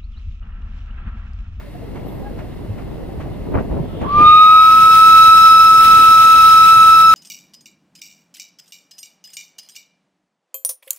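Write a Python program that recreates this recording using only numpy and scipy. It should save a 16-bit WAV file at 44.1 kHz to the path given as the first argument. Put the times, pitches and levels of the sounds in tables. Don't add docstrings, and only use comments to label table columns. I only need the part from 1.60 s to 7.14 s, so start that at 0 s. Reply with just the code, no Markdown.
import sys
import numpy as np
from scipy.fft import rfft, irfft, next_fast_len
from scipy.io import wavfile

SR = 44100
rng = np.random.default_rng(int(sys.argv[2]) if len(sys.argv) > 2 else 0)


def store_pcm(level_fs):
    pcm = np.round(np.clip(level_fs, -1, 1) * 32767).astype(np.int16)
    wavfile.write(sys.argv[1], SR, np.atleast_2d(pcm).T)


N = 244314
T = np.arange(N) / SR
VALVE_S = 2.42


def from_db(db):
    return np.exp(np.asarray(db) * (np.log(10) / 20))


def rms_one(x):
    return x / np.sqrt(np.mean(np.abs(x) ** 2) + 1e-20)


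def in_time(rows):
    return np.interp(T, *np.transpose(rows))


def at_hz(points, hz):
    pitches, values = np.transpose(points)
    return np.interp(np.log(hz + 1e-3), np.log(pitches), values)


def drift(rate_hz, order=2):
    step = 16
    count = N // step + 2
    hz = np.fft.rfftfreq(count, step / SR)
    slow = irfft(rfft(rng.standard_normal(count)) / np.sqrt(1 + (hz / rate_hz) ** (2 * order)), count)
    return np.interp(np.arange(N) / step, np.arange(count), rms_one(slow))


def noise(spectrum, likeness):
    size = next_fast_len(N)
    hz = np.fft.rfftfreq(size, 1 / SR)
    mid, side = rfft(rng.standard_normal((2, size)))
    alike = np.clip(at_hz(likeness, hz), -1, 1)
    pair = np.sqrt(1 + alike) * mid + np.sqrt(1 - alike) * side * [[1], [-1]]
    fade_ends = np.minimum(1, hz / spectrum[0][0]) ** 2 * np.minimum(1, spectrum[-1][0] / (hz + 1)) ** 2
    return rms_one(irfft(pair * fade_ends * from_db(at_hz(spectrum, hz)), size)[:, :N])


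def breath(phase, width_hz):
    cos, sin = np.cos(phase), np.sin(phase)
    return np.array([drift(width_hz) * cos + drift(width_hz) * sin for ear in range(2)])


def flutter(depth_db, rate_hz):
    return rms_one(from_db(depth_db * np.array([drift(rate_hz), drift(rate_hz)])))


def surge(depth_db, rate_hz):
    return from_db(depth_db * drift(rate_hz))


def swell(peak_s, half_s):
    return np.exp(-.5 * ((T - peak_s) / half_s) ** 2)


def puffs(rows, rise_s):
    return sum(from_db(db) * np.exp(-np.maximum((s - T) / rise_s, (T - s) / decay).clip(0, 40))
               for s, db, decay in rows)


def opening(after_s, over_s):
    return np.clip((T - VALVE_S - after_s) / over_s, 0, 1)


# pitch_hz, likeness
RIDE_LIKENESS = [(30, 0.29), (60, .05), (130, 0.2), (290, 0.067), (640, 0.17), (1400, 0.71), (3100, 0.78),
                 (6800, 0.089), (15000, 0)]
# pitch_hz, relative_db
WHEEL_COLOUR = [(530, -34), (900, -6), (1510, -10), (2130, -5.5), (2320, -15.5), (2740, -9), (3090, -15),
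                (4230, -16), (6510, -26), (12700, -21), (15100, -23), (15800, -30)]


def wheels():
    return from_db(-50) * noise(WHEEL_COLOUR, RIDE_LIKENESS)


def drone(pitch_hz=48.8, level_db=-37.5, sink_db=15.5):
    gain = from_db(level_db - sink_db * opening(0, over_s=.26))
    return gain * np.sqrt(2) * np.sin(2 * np.pi * pitch_hz * T + .4 * drift(rate_hz=4))


# time_s, relative_db
WIND = [(0.0, -50), (0.21, -39), (0.46, -33), (0.96, -37.5), (1.5, -34), (2.13, -34), (2.53, -36),
        (2.71, -37), (3.0, -42), (3.25, -35.5), (3.92, -41), (4.33, -34), (4.58, -39), (5.5, -41)]
# peak_s, boost_db, half_length_s
SQUALLS = [(1.968, 11.5, 0.047), (2.169, 10, 0.052), (2.436, 10.5, 0.036), (2.608, 12.5, 0.045)]
# pitch_hz, relative_db
RUMBLE_COLOUR = [(12, -15), (20, -2.5), (30, -3.5), (45, -3.5), (80, -1), (130, -2), (200, -12), (400, -22)]
# pitch_hz, relative_db
WIND_COLOUR = [(70, -12), (150, 1), (280, 0.5), (450, -4.5), (700, -10.5), (1000, -18.5), (1600, -35.5),
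               (3000, -44), (6000, -59.5)]


def rumble_and_wind():
    wind_db = in_time(WIND)
    squall_db = sum(db * swell(s, half) for s, db, half in SQUALLS)
    rumble_db = -33.5 + .58 * (wind_db - wind_db.mean()) + .8 * squall_db
    rumble = noise(RUMBLE_COLOUR, RIDE_LIKENESS) * flutter(depth_db=2, rate_hz=17)
    rush = noise(WIND_COLOUR, RIDE_LIKENESS) * flutter(depth_db=2.5, rate_hz=80)
    return from_db(rumble_db) * rumble + from_db(wind_db + squall_db + 3) * rush


def knocks(per_second=30, softest_db=-44, range_db=8, decay_s=.0077, low_hz=283, high_hz=799):
    out = np.zeros((2, N + SR))
    t = np.arange(SR // 8) / SR
    draws = rng.random((400, 4))
    starts_s = np.cumsum(-np.log(draws[:, 0])) / per_second
    for s, (pitch, size, place) in zip(starts_s, draws[:, 1:]):
        if s < T[-1]:
            hz = low_hz * (high_hz / low_hz) ** pitch
            ring = from_db(softest_db + range_db * size) * t / decay_s * np.exp(1 - t / decay_s)
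            ear_shift = np.array([[0], [place - .5]]) / 2
            start = int(s * SR)
            out[:, start:start + len(t)] += ring * np.sin(2 * np.pi * (hz * t + ear_shift))
    return out[:, :N]


def squeak(peak_s=.477, pitch_hz=12900, level_db=-48, decay_s=.08):
    gain = puffs([(peak_s, level_db, decay_s)], rise_s=.015)
    return gain * breath(2 * np.pi * pitch_hz * T, width_hz=170)


def toot(peak_s=.67, pitch_hz=820, level_db=-31.5, octave_db=-11):
    phase = 2 * np.pi * pitch_hz * T
    tone = np.sin(phase) + from_db(octave_db) * np.sin(2 * phase)
    return from_db(level_db) * swell(peak_s, half_s=.012) * tone


# peak_s, level_db
CHUFFS = [(0.0, -41.5), (.36, -36.5), (.79, -36.5), (1.185, -39), (1.608, -35.5), (1.995, -39),
          (2.415, -33.5)]
# pitch_hz, relative_db
CHUFF_COLOUR = [(300, -10), (700, 8.5), (1700, -1.5), (2400, -3), (3400, -14), (4500, -21), (6500, -23.5)]


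def exhaust(decay_s=.028, afterbeat_s=.127, afterbeat_db=-14.5, rattle_hz=3440, rattle_db=-19.5):
    beats = puffs([(s, db, decay_s) for s, db in CHUFFS], rise_s=.0063)
    afterbeats = np.interp(T - afterbeat_s, T, beats, left=0)
    rattle = from_db(rattle_db) * afterbeats * breath(2 * np.pi * rattle_hz * T, width_hz=400)
    return (beats + from_db(afterbeat_db) * afterbeats) * noise(CHUFF_COLOUR, RIDE_LIKENESS) + rattle


# peak_s, level_db, decay_s
GUSTS = [(1.953, -15, 0.014), (1.985, -21.5, 0.016), (2.11, -33, 0.018), (2.425, -26.5, 0.074),
         (2.60, -19, 0.031)]
# pitch_hz, relative_db
GUST_COLOUR = [(25, -2), (60, 3.5), (200, 0), (450, 0), (900, -5.5), (1600, -15), (2700, -26.5),
               (4000, -60), (7000, -69.5)]
# peak_s, level_db, pitch_hz, half_length_s
BUMPS = [(1.107, -17.5, 104, 0.013), (1.593, -25, 86, 0.0066), (1.818, -25, 45, 0.015),
         (1.959, -16.5, 65, 0.01), (2.117, -14, 53, 0.011), (2.21, -13.5, 154, 0.0069),
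         (2.608, -18, 286, 0.0098)]


def gusts_and_bumps():
    air = noise(GUST_COLOUR, RIDE_LIKENESS) * flutter(depth_db=4.5, rate_hz=190)
    bumps = sum(from_db(db) * swell(s, half) * np.sin(2 * np.pi * hz * (T - s))
                for s, db, hz, half in BUMPS)
    return puffs(GUSTS, rise_s=.0089) * air + bumps


# start_flat_hz, settle_s
PITCH_CLIMB = [(170, 0.038), (178, .31)]


def flat_hz():
    since_s = np.maximum(T - VALVE_S, 0)
    return sum(hz * np.exp(-since_s / settle_s) for hz, settle_s in PITCH_CLIMB)


def missing_pressure():
    return flat_hz() / 100


def part_open():
    return 1 - opening(after_s=.52, over_s=.19)


# time_s, relative_db
JET_FLOW = [(3.12, -45.5), (3.38, -43.5), (4.17, -46.5), (4.24, -42), (4.66, -43.5), (4.85, -42.5),
            (5.21, -44), (5.5, -46.5)]
# pitch_hz, relative_db
ROAR_COLOUR = [(350, -29), (660, -6), (830, -0.5), (1200, -1.5), (1600, -1), (2000, -1.5), (2400, 1.5),
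               (3000, -1), (3350, 0), (3650, -2.5), (4400, -5), (5600, -17.5), (7000, -26.5)]
# pitch_hz, relative_db
HISS_COLOUR = [(2500, -19.5), (4500, -0.5), (6100, 0.5), (7000, -9), (8000, -1.5), (10000, -1),
               (13000, -2.5), (16000, 4.5)]
# pitch_hz, likeness
JET_LIKENESS = [(600, 0.12), (1500, 0.45), (2300, 0.16), (3100, 0), (7000, 0), (15000, 0)]
# peak_s, pitch_hz, level_db, width_hz, rise_s, fall_s
RASPS = [(2.33, 1315, -45, 20, .06, 0.055), (2.45, 3210, -49, 400, 0.3, 0.27),
         (2.68, 2480, -30, 290, 0.11, .95)]


def steam(boost_db=15, part_open_loss_db=4.5, hiss_follows=.9, hiss_loss_db=5):
    open_db = in_time(JET_FLOW)
    flow_db = open_db - part_open_loss_db * part_open()
    mean_db = np.mean([db for s, db in JET_FLOW])
    hiss_db = mean_db + hiss_follows * (flow_db - mean_db) - hiss_loss_db * missing_pressure()
    roar = opening(after_s=.04, over_s=.13) * from_db(flow_db) * noise(ROAR_COLOUR, JET_LIKENESS)
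    hiss = opening(after_s=.11, over_s=.3) * from_db(hiss_db) * noise(HISS_COLOUR, JET_LIKENESS)
    rasp = 0
    for s, hz, db, width, rise, fall in RASPS:
        gain = from_db(db) * np.interp(T - s, [-rise, 0, fall], [0, 1, 0])
        rasp += gain * breath(2 * np.pi * hz * T, width)
    return from_db(boost_db) * (roar + hiss) * surge(depth_db=1.2, rate_hz=10) + rasp


def trackside_echo(phase, shift_hz=28):
    cos_part, sin_part = np.tanh([drift(shift_hz, order=8), drift(shift_hz, order=8)])
    return cos_part * np.cos(phase) + sin_part * np.sin(phase)


def high_tone(phase, fade_db, lead_rad):
    paths = np.array([.16 * drift(rate_hz=14) + lead_rad, .16 * drift(rate_hz=6)])
    return np.sqrt(2) * np.sin(phase + paths) * flutter(fade_db, rate_hz=25)


# pitch_multiple, clean_db, breathy_db, low_pressure_loss_db
OVERTONES = [(2, -25.5, -26, 2.5), (3, -56, -25.5, 18.5), (4, -27.5, -26.5, 18), (5, -41, -33.5, 12),
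             (6, -42, -39, 17), (7, -43.5, -38, 27), (8, -47, -35, 20), (10, -53.5, -36, 29)]


def overtones(phase, unrest, breath_below_hz=35):
    weakness = np.minimum(missing_pressure() + .14 * part_open(), 1)
    tones = 0
    for multiple, clean_db, breathy_db, loss_db in OVERTONES:
        clean = from_db(clean_db) * high_tone(multiple * phase, fade_db=3.5, lead_rad=1.38)
        breath_phase = multiple * phase - 2 * np.pi * breath_below_hz * T
        breathy = from_db(breathy_db) * unrest * breath(breath_phase, width_hz=34 * multiple ** .56)
        strength = from_db(-loss_db * weakness) * surge(depth_db=1.14, rate_hz=3.1)
        tones += strength * (clean + breathy)
    return opening(after_s=.064, over_s=.056) * tones


# time_s, level_db
NOTE_LEVEL = [(2.72, -4.6), (3.02, -5.5), (3.12, -7), (3.4, -6), (3.62, -5), (4.15, -6.5), (4.95, -6),
              (5.5, -6.5)]


def whistle(full_pitch_hz=1305.7, waver_hz=2.55, swell_s=.26, swell_db=36.5, edge_growth=5.3):
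    level_db = in_time(NOTE_LEVEL) - swell_db * (1 - opening(0, swell_s)) ** 2
    unrest = 1 / (1 + 2 * missing_pressure())
    wobble_hz = unrest * waver_hz * drift(rate_hz=11)
    phase = 2 * np.pi * np.cumsum(full_pitch_hz - flat_hz() + wobble_hz) / SR
    left = np.sqrt(2) * np.sin(phase + .79) + .07 * unrest * trackside_echo(phase)
    right = np.sqrt(2) * np.sin(phase) + .3 * trackside_echo(phase)
    tone = opening(after_s=.023, over_s=.059) * np.array([left, right])
    unsettled = 1 - opening(after_s=.13, over_s=.15)
    hoarse_gain = from_db(np.interp(level_db, [-32, -8], [3.5, -22.5])) * np.maximum(unrest, unsettled)
    hoarse = hoarse_gain * breath(.975 * phase, width_hz=55)
    note = tone + hoarse + overtones(phase, unrest)
    edge_db = -28.5 + edge_growth * (level_db - np.mean([db for s, db in NOTE_LEVEL]))
    edge_gain = opening(after_s=.2, over_s=.061) * from_db(edge_db)
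    edge = edge_gain * high_tone(3 * phase, fade_db=2, lead_rad=2.33)
    return opening(0, over_s=.022) * (from_db(level_db + .12) * note + edge)


def scene(right_delay_s=6e-5):
    background = rumble_and_wind() + wheels() + drone()
    left, right = background + exhaust() + knocks() + gusts_and_bumps() + toot() + squeak()
    ride = np.array([left, np.interp(T - right_delay_s, T, right)])
    return ride + whistle() + steam()


def record(dry, ceiling=.98, cutoff_hz=15750):
    rounded = dry / (1 + (dry / ceiling) ** 16) ** (1 / 16)
    size = next_fast_len(N + 4096)
    hz = np.fft.rfftfreq(size, 1 / SR)
    treble_cut = np.clip((cutoff_hz - hz) / 60 + .5, 0, 1)
    return irfft(rfft(rounded, size) * treble_cut, size)[:, :N]


dry = scene()
out = record(dry)
store_pcm(out)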